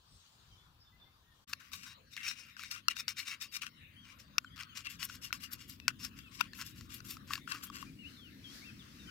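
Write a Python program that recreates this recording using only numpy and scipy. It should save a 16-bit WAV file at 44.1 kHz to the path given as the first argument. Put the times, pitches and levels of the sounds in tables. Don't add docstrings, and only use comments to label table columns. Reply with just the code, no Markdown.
import sys
import numpy as np
from scipy import signal
from scipy.io import wavfile
from scipy.ndimage import uniform_filter1d

SR = 44100
rng = np.random.default_rng(int(sys.argv[2]) if len(sys.argv) > 2 else 0)


def makeup_ratio(level_db):
    decades = np.asarray(level_db, float) / 20
    return 10 ** decades


def materialize(psi):
    bounded = np.clip(np.atleast_2d(psi).T, -1, 1)
    quanta = np.round(bounded * 32767).astype(np.int16)
    wavfile.write(sys.argv[1], SR, quanta)


N = 401310

LAKE_FADE_S, LAKE_END_S = 1.44, 1.449
CLOSE_START_S, CLOSE_FULL_S = 1.47, 1.477


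def evened(x):
    return x / np.sqrt(np.mean(x ** 2) + 1e-20)


def read(points, hz):
    f, value = np.transpose(points)
    return np.interp(np.log(hz + 1), np.log(f + 1), value)


def curve(rows, column=1, outside=None):
    rows = np.transpose(rows)
    return np.interp(np.arange(N) / SR, rows[0], rows[column], outside, outside)


def colour(x, points):
    hz = abs(np.fft.fftfreq(2048, 1 / SR))
    log_gain = np.log(makeup_ratio(np.maximum(read(points, hz), -60)))
    taps = np.fft.ifft(np.exp(np.conj(signal.hilbert(log_gain)))).real[:1024]
    return signal.oaconvolve(x, taps / np.linalg.norm(taps))[:N]


def wander(hz):
    knots = rng.standard_normal(int(N / SR * 40) + 2)
    place = np.arange(N) / SR * np.clip(hz, .1, 39)
    return evened(np.interp(place, np.arange(len(knots)), knots))


# frequency in Hz, likeness from 0 to 1.
LIKENESS = [(60, 0.93), (250, 0.86), (1400, 0.3), (15000, 0.046)]
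# frequency in Hz, left over right in dB.
LEFT_LEAN = [(60, 2.5), (200, 3.5), (700, 0.5), (1300, 10.5), (2400, 7), (8000, 2), (15000, 7.5)]


def air(points, patchy_db, lag_count):
    frames, hz = N // 256 + 5, np.fft.rfftfreq(1024, 1 / SR)
    a, b, c, d, patches = rng.standard_normal((frames, 513, 5)).T
    patches = uniform_filter1d(patches, size=14, axis=0)
    patches = evened(uniform_filter1d(patches, size=16, axis=1))
    same = np.clip(read(LIKENESS, hz), -1, 1)[:, None]
    left = a + 1j * b
    right = same * left + np.sqrt(1 - same ** 2) * (c + 1j * d)
    left = left * np.exp(-2j * np.pi * hz * lag_count / SR)[:, None]
    lean_db = read(LEFT_LEAN, hz)[:, None] / 2
    spectrum_db = read(points, hz)[:, None] + patchy_db * patches
    z = np.array([left, right]) * makeup_ratio(spectrum_db + np.array([lean_db, -lean_db]))
    x = signal.istft(z, nperseg=1024, noverlap=768)[1][:, :N]
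    return x / np.sqrt(np.mean(x.mean(0) ** 2))


# frequency in Hz, relative level in dB per Hz.
LAKE_TONE = [(15, -51), (25, -12.5), (64, 1.5), (285, -19), (620, -24.5), (1000, -17), (1700, -22.5),
             (2050, -30), (3520, -20), (9000, -39), (15500, -31), (15950, -58)]


def lakeside():
    return makeup_ratio(-67) * air(LAKE_TONE, patchy_db=2.5, lag_count=8.2)


# time in seconds, level in dB.
LEAVES_LEVEL = [(0, -88), (.15, -68.5), (.65, -76.5), (.8, -113), (1.28, -101), (1.36, -76), (1.44, -78)]


def leaves():
    tone = [(2000, -26.5), (4000, -12.5), (8000, -18.0), (11000, -35.0)]  # (Hz, dB per Hz)
    return makeup_ratio(curve(LEAVES_LEVEL)) * air(tone, patchy_db=4.0, lag_count=5.5)


# frequency in Hz, relative level in dB per Hz.
CAMP_TONE = [(290, -30), (500, -8), (784, -23), (1090, -6.5), (3700, -7), (8700, -26.5), (15500, -20),
             (15950, -39)]


def camp():
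    return makeup_ratio(-67) * air(CAMP_TONE, patchy_db=5.5, lag_count=19.9)


# frequency in Hz, relative level in dB per Hz.
RUMBLE_TONE = [(20, -40), (35, -23.5), (70, -1.5), (115, 1.5), (155, -4.5), (255, 5), (380, -11),
               (800, -32.5)]
# time in seconds, level of the lows in dB, upper part over the lows in dB.
RUMBLE_SWELL = [(1.47, -67.5, -11), (3.5, -66.5, -9.5), (4.5, -61.5, -12), (6.3, -59.5, -5),
                (7.5, -59.5, -1), (9.1, -60.5, -1.5)]


def rumble():
    x = air(RUMBLE_TONE, patchy_db=1.5, lag_count=14.2)
    low = signal.sosfiltfilt(signal.butter(2, 170, fs=SR, output="sos"), x)
    upper = makeup_ratio(curve(RUMBLE_SWELL, column=2)) * evened(x - low)
    return makeup_ratio(curve(RUMBLE_SWELL)) * (evened(low) + upper)


# time in seconds, level in dB.
SWISH_LEVEL = [(7.85, -64), (8., -79.5), (8.1, -63), (8.3, -80), (8.42, -70), (8.55, -55), (8.75, -67.5),
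               (9.1, -63)]
# frequency in Hz, relative level in dB per Hz.
GRASS_TONE = [(800, -10.5), (1500, 0.5), (3500, -2.5), (5200, 2), (8500, -10.5), (14500, -13.5),
              (16000, -45)]


def grass():
    return makeup_ratio(curve(SWISH_LEVEL, outside=-200.)) * air(GRASS_TONE, patchy_db=1.5, lag_count=22)


def chorus(count):
    s, hz, glide, length, db = rng.random((count, 5)).T
    start_s, length_s = s * (N / SR - .2), .02 + .03 * length
    hz, glide = 2600 + 3000 * hz, 900 * (glide - .5)
    return list(zip(start_s, length_s, hz - glide, hz, hz + glide, -86 + 8 * db))


# start in seconds, length in seconds, first pitch in Hz, middle pitch in Hz,
# last pitch in Hz, level in dB at the start of the note, before flutter, echoes and left-right lean.
BIRD_NOTES = [(.505, .06, 3270, 3060, 3200, -67), (.57, .09, 3440, 3450, 3450, -72),
              (.845, .045, 3660, 3580, 3500, -70), (.797, .05, 5900, 5000, 5900, -75),
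              (.92, .05, 1970, 2020, 2040, -76), (.995, .055, 3640, 3540, 3480, -68),
              (1.05, .04, 2000, 2100, 2060, -77), (1.23, .11, 1820, 1870, 1760, -75),
              (3.48, .04, 4650, 4620, 4580, -69), (3.793, .02, 2750, 2900, 2800, -66),
              (3.853, .025, 2350, 2800, 2950, -64), (3.955, .11, 2950, 3260, 2830, -60),
              (4.46, .025, 3240, 3120, 3000, -60), (4.5, .07, 3250, 3330, 3400, -64),
              (4.69, .05, 3200, 3050, 2850, -58), (5.81, .065, 2600, 2620, 2640, -65),
              (6.24, .05, 2790, 2650, 2510, -65), (7.862, .048, 2240, 2460, 2200, -65),
              (7.985, .062, 2820, 2850, 2480, -61), (8.043, .05, 2480, 2880, 3050, -60),
              (8.16, .145, 3750, 3180, 2470, -62), (8.437, .078, 3500, 3160, 3400, -58),
              (8.51, .045, 3400, 3410, 3380, -64), (8.615, .04, 2170, 2280, 2700, -61),
              (8.65, .058, 2680, 2690, 2410, -57), (8.66, .065, 3200, 3160, 3130, -68),
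              (8.79, .042, 3750, 3350, 2650, -62), (8.99, .065, 3780, 3680, 3530, -65),
              (9.07, .03, 3140, 3050, 2950, -55)]


def birds():
    song = np.zeros(N + SR)
    for start, length, first_hz, middle_hz, last_hz, db in BIRD_NOTES + chorus(count=160):
        t = np.arange(0, length, 1 / SR)
        u = t / length
        bend_hz = (2 * middle_hz - first_hz - last_hz) * 2 * u * (1 - u)
        pitch_hz = first_hz + (last_hz - first_hz) * u + bend_hz
        note = np.sqrt(2) * makeup_ratio(db) * np.sin(2 * np.pi * np.cumsum(pitch_hz) / SR)
        shape = signal.windows.tukey(len(t), .25) * makeup_ratio(-2. * u)
        song[int(start * SR):][:len(t)] += note * shape
    song = song[:N] * makeup_ratio(2.4 * wander(39))
    blur = rng.standard_normal((2, 6000)) * makeup_ratio(-60 * np.arange(6000) / SR / 0.3)
    echoes = signal.oaconvolve(song[None], blur / np.linalg.norm(blur[0]), axes=1)[:, :N]
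    at_lake = np.arange(N) < LAKE_END_S * SR
    echo_db = np.where(at_lake, 2., -8.)
    lean_db = np.where(at_lake, 1., 4.8)
    direct = np.array([np.roll(song, 22), song])
    return (direct + makeup_ratio(echo_db) * echoes) * makeup_ratio(np.array([lean_db, -lean_db]))


# start in seconds, swell in seconds, fade in seconds,
# pressure in dB at the hardest point, fine grit over the pressure in dB.
SPOON_STROKES = [(1.472, 0.026, 0.041, -56.5, 2), (1.591, 0.011, 0.089, -60.5, -10),
                 (1.71, 0.024, 0.12, -50.5, -7), (1.852, 0.028, 0.045, -54.5, -12),
                 (2.107, 0.03, 0.017, -60, -4), (2.161, 0.0067, 0.091, -48, -73),
                 (2.228, 0.061, 0.036, -45, -21), (2.322, 0.078, 0.13, -57.5, -26),
                 (2.562, 0.041, 0.14, -54.5, -16.5), (2.703, 0.0107, 0.015, -42.5, -8),
                 (2.734, 0.016, 0.043, -48.5, -34), (2.88, 0.033, 0.0071, -41, -33),
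                 (2.95, 0.055, 0.0093, -49.5, -1.5), (3.075, 0.015, 0.022, -40.5, -10),
                 (3.159, 0.035, 0.036, -44, -11), (3.249, 0.037, 0.02, -46, -14.5),
                 (3.307, 0.04, 0.011, -46, -38), (3.399, 0.026, 0.037, -45, -9.5),
                 (3.513, 0.058, 0.0072, -44, -8.5), (3.609, 0.011, 0.03, -45, -34),
                 (3.654, 0.014, 0.0053, -45.5, -41), (4.033, 0.095, 0.023, -58.5, -36),
                 (4.178, 0.018, 0.041, -64.5, -3), (4.559, 0.051, 0.03, -48.5, -41),
                 (4.745, 0.03, 0.04, -50, -3.5), (4.835, 0.036, 0.011, -46.5, -64),
                 (4.887, 0.016, 0.054, -51, -4), (4.986, 0.051, 0.0099, -46, -8),
                 (5.03, 0.025, 0.003, -53.5, 13.5), (5.077, 0.078, 0.023, -57, 0),
                 (5.21, 0.036, 0.036, -52, 2), (5.326, 0.0058, 0.033, -51.5, 2.5),
                 (5.396, 0.042, 0.027, -48, -6), (5.505, 0.031, 0.01, -52, 10),
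                 (5.576, 0.036, 0.065, -58, -8), (5.673, 0.025, 0.052, -61, 9),
                 (5.879, 0.0075, 0.0085, -43.5, -22), (5.986, 0.064, 0.026, -51.5, 1.5),
                 (6.156, 0.033, 0.04, -60, -3), (6.308, 0.044, 0.088, -57, -5.5),
                 (6.384, 0.013, 0.075, -47, -62), (6.537, 0.087, 0.0053, -49, -3),
                 (6.64, .024, 0.057, -56.5, 3), (6.741, 0.042, 0.073, -61, -3),
                 (6.889, 0.056, 0.04, -52, 2), (7.04, 0.069, 0.051, -54, 8.5),
                 (7.266, 0.074, 0.052, -52.5, -1.5), (7.466, 0.038, 0.048, -53, -8),
                 (7.508, 0.0118, 0.02, -36.5, -33), (7.534, 0.0085, 0.071, -54, -5),
                 (7.619, 0.018, 0.039, -49.5, 4), (7.713, 0.045, 0.041, -53, -7),
                 (7.783, 0.036, 0.031, -56, -6)]


def pressure():
    level = np.zeros((3, N))
    edge_db = np.array([[11.5], [16.5], [22]])
    for start, swell, fade, low_db, grit_db in SPOON_STROKES:
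        end = start + swell + fade
        at = np.arange(round(start * SR), round((end + .025) * SR))
        away = np.interp(at / SR, [start, start + swell, end], [1, 0, 1])
        touch = np.interp(at / SR, [start, start + .012, end - .005, end + .025], [0, 1, 1, 0])
        part_db = np.array([[0], [7 + 0.4 * grit_db], [grit_db]])
        level[:, at] += touch * makeup_ratio(low_db + part_db - edge_db * away ** 0.45)
    return level


def friction(per_s, uneven_db):
    slips = (rng.random(N) < per_s / SR) * makeup_ratio(uneven_db * np.minimum(rng.exponential(1, N), 3))
    slips = evened(slips * rng.choice([-1, 1], N))
    hiss = 1.15 * rng.standard_normal(N)
    catches = (rng.random(N) < 70 / SR) * rng.normal(0, 10, N)
    return evened(slips + hiss + catches) * makeup_ratio(2.2 * wander(38))


# frequency in Hz, relative level in dB per Hz.
GRIT_TONE = [(4000, -34), (7500, -22.5), (10000, -14.5), (13000, -6.5), (15500, -18.5), (15950, -25)]


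def grit(x):
    return colour(x, GRIT_TONE)


# frequency in Hz, relative level in dB per Hz.
RASP_TONE = [(500, -40), (900, 6), (1540, 17.5), (2380, 20), (5550, 11.5)]


def rasp(rub, low, high):
    dull = signal.sosfilt(signal.butter(2, 3300, fs=SR, output="sos"), colour(rub, RASP_TONE))
    bright_tone = [(2000, -50.0), (3500, 19.5), (6000, 2.0), (7500, 19.0), (10000, -61.0)]  # (Hz, dB per Hz)
    return makeup_ratio(2.0) * low * dull + makeup_ratio(-2.5) * high * colour(rub, bright_tone)


# time in seconds, lowest over the other modes in dB.
LOW_WEIGHT = [(1.5, 28), (2.2, -8.5), (2.6, 3.5), (7.1, 8), (7.3, 16.5)]
# time in seconds, share of its nominal pitch, before wavering.
MODE_SLIDE = [(2.15, .82), (2.24, .86), (2.3, 1.03)]
# nominal pitch in Hz, width in Hz while rubbed,
# relative level in dB stirring along the wall, relative level in dB stirring along the bottom.
MUG_MODES = [(1150, 80, -12, -8.5), (1480, 380, -4, -4.5), (1995, 23, -23, -16.5), (2536, 148, 1, -5.5),
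             (2752, 53, 0.5, 3), (3744, 114, 3.5, -18), (4230, 29, -7, -16.5), (4817, 123, -1, -8),
             (4610, 52, -17.5, -6), (5350, 274, 7, 0.5), (6920, 76, -13, -11)]


def rubbed_modes(rub, low, high):
    out = np.zeros(N)
    late = np.clip((np.arange(N) / SR - 4.09) / 0.16, 0, 1)
    weight_db, slide = curve(LOW_WEIGHT) / 2, curve(MODE_SLIDE, outside=0.96)
    for hz, width, wall_db, bottom_db in MUG_MODES:
        r = np.exp(-np.pi * width / SR)
        if 2200 < hz < 2600:
            share = slide + .035 * wander(14)
        else:
            share = 1 + 0.014 * wander(9)
        turn = np.exp(2j * np.pi * np.cumsum(hz * share) / SR)
        mode_db = wall_db + late * (bottom_db - wall_db) - 3.0 + 3.34 * wander(22)
        mode_db = mode_db + (weight_db if hz < 1800 else -weight_db)
        drive = rub * (low if hz < 3400 else high) * makeup_ratio(mode_db)
        out += np.sqrt(2 * (1 - r * r)) * (turn * signal.lfilter([1], [1, -r], drive / turn)).real
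    return out


# start in seconds, end in seconds, mean gap in seconds, mean blow in dB.
JUDDER_RUNS = [(4.559, 4.637, 0.011, -36.5), (4.849, 4.865, .0075, -37)]


def judders():
    runs = [(s, db, gap) for start, end, gap, db in JUDDER_RUNS for s in np.arange(start, end, gap)]
    chance = rng.random((40, 2)) - .5
    return [(s + gap * a / 2, db + 8 * b, -7, 1300) for (s, db, gap), (a, b) in zip(runs, chance)]


# time in seconds, blow in dB, low knock over the blow in dB before RING_DB,
# pitch of the low knock in Hz, set by the spot that is hit.
SPOON_KNOCKS = [(1.5301, -32, 0, 1870), (1.5334, -22, -6.5, 1630), (1.718, -43, 5, 1210),
                (2.166, -29.5, -15, 1800), (2.312, -27.5, -1, 1620), (2.567, -45.5, 16.5, 1550),
                (2.594, -34, 2, 1340), (2.6353, -28, -3.5, 1560), (2.7114, -32, -27, 1580),
                (2.762, -32.5, 0, 1210), (2.8833, -9.5, 1, 1330), (2.967, -27.5, -1, 1550),
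                (3.081, -18, -6, 1550), (3.1996, -27, -12, 1580), (3.279, -35, -23, 1600),
                (3.42, -34, -24, 1570), (3.62, -39, 6, 1150), (4.3821, -12.5, -6.5, 1444),
                (4.446, -46, 17.5, 1470), (5.029, -22.5, -15, 1110), (5.098, -37, 10, 1470),
                (5.306, -54.5, 26, 1480), (5.3278, -17, -4, 1440), (5.8, -35.5, -36, 1600),
                (5.8809, -10.5, -1, 1520), (5.904, -41, 12, 1480), (6.1895, -35, -7, 1690),
                (6.407, -22.5, 15, 980), (6.4104, -12.5, 3, 1430), (6.5334, -35.5, 2, 1770),
                (6.614, -26.5, -11, 1070), (6.81, -34.5, -7, 1390), (7.004, -39.5, 7, 1480),
                (7.169, -40, 7.5, 1290), (7.307, -35, 18.5, 1150), (7.335, -19.5, -5, 1140),
                (7.355, -28, 1, 1730), (7.378, -36.5, 8, 1110), (7.476, -41, 19.5, 1420),
                (7.52, -25, -2, 1330), (7.549, -39.5, 14.5, 1220), (7.611, -48, 11, 1150),
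                (7.7, -42.5, 18, 1150), (7.768, -32, -10, 1520), (7.827, -41, 21, 1100)]
# frequency in Hz, relative level in dB per Hz.
CRACK_TONE = [(300, -33), (1430, 2.5), (1780, -28), (2790, 7), (3460, -3), (4160, -3), (14500, -38),
              (16000, -9)]
RING_DB, CRACK_DB, TICK_DB = -10.5, -3.5, -8


def strikes():
    ring, push, t = np.zeros(N), np.zeros(N), np.arange(1500) / SR
    high_modes = [m for m in MUG_MODES if m[0] > 1800]
    hz, width, wall_db, bottom_db = np.transpose(high_modes)[:, :, None]
    spots = rng.standard_normal((80, len(hz), 1))
    rattles = rng.standard_normal((80, 400)) * np.exp(-t[:400] / .0016) * .22
    rattles[:, 0] = 1
    for (s, db, low_db, low_hz), spot, rattle in zip(SPOON_KNOCKS + judders(), spots, rattles):
        at = round(s * SR)
        mode_db = (wall_db + bottom_db) / 2 + 3.4 * spot - 5.5
        modes = makeup_ratio(mode_db) * np.exp(-np.pi * 2.6 * width * t) * np.sin(2 * np.pi * hz * t)
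        knock = makeup_ratio(low_db) * np.exp(-np.pi * 106 * t) * np.sin(2 * np.pi * low_hz * t)
        ring[at:at + 1899] += makeup_ratio(db + RING_DB) * np.convolve(modes.sum(0), rattle)
        ring[at:at + 1500] += makeup_ratio(db + RING_DB) * knock
        push[at:at + 400] += makeup_ratio(db) * rattle
    return ring, makeup_ratio(CRACK_DB) * colour(push, CRACK_TONE) + makeup_ratio(TICK_DB) * grit(push)


def spoon():
    low, high, fine = pressure()
    rub = friction(per_s=1500, uneven_db=5.0)
    scrape = rasp(rub, low, high) + rubbed_modes(rub, low, high)
    scrape += makeup_ratio(6.5) * grit(fine * friction(per_s=2100, uneven_db=7.5))
    ring, crack = strikes()
    small_mug = signal.cheby2(N=4, rs=24, Wn=780, btype="high", fs=SR, output="sos")
    return crack + signal.sosfilt(small_mug, scrape + ring)


def ports(x):
    smear = rng.standard_normal((2, 300)) * np.exp(-np.arange(300) / (.0008 * SR))
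    smear /= np.linalg.norm(smear, axis=1, keepdims=True)
    paths = signal.oaconvolve(x[None], smear, axes=1)[:, :N]
    turn = 2.96 * wander(25)
    paths = np.cos(turn) * paths[0] + np.sin(turn) * paths[1]
    right = paths + signal.lfilter(*signal.butter(1, 3430, fs=SR), 0.48 * x - 0.44 * paths)
    return np.array([makeup_ratio(4) * x, makeup_ratio(-4) * right])


def scene():
    t, song = np.arange(N) / SR, birds()
    lake = lakeside() + leaves() + song
    close = camp() + rumble() + grass() + song + ports(spoon())
    lake_fade = np.interp(t, [LAKE_FADE_S, LAKE_END_S], [1, 0])
    close_fade = np.interp(t, [CLOSE_START_S, CLOSE_FULL_S], [0, 1])
    return lake * lake_fade + close * close_fade


def band_limit(x):
    return signal.sosfilt(signal.butter(12, 16550, fs=SR, output="sos"), x)


def record(dry):
    heard = signal.sosfilt(signal.butter(2, 34, btype="high", fs=SR, output="sos"), dry)
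    top = signal.firwin(255, 16150, window=("kaiser", 9), fs=SR)
    heard = signal.oaconvolve(heard, top[None], "same")
    return band_limit(heard)


dry = scene()
out = record(dry)
materialize(out)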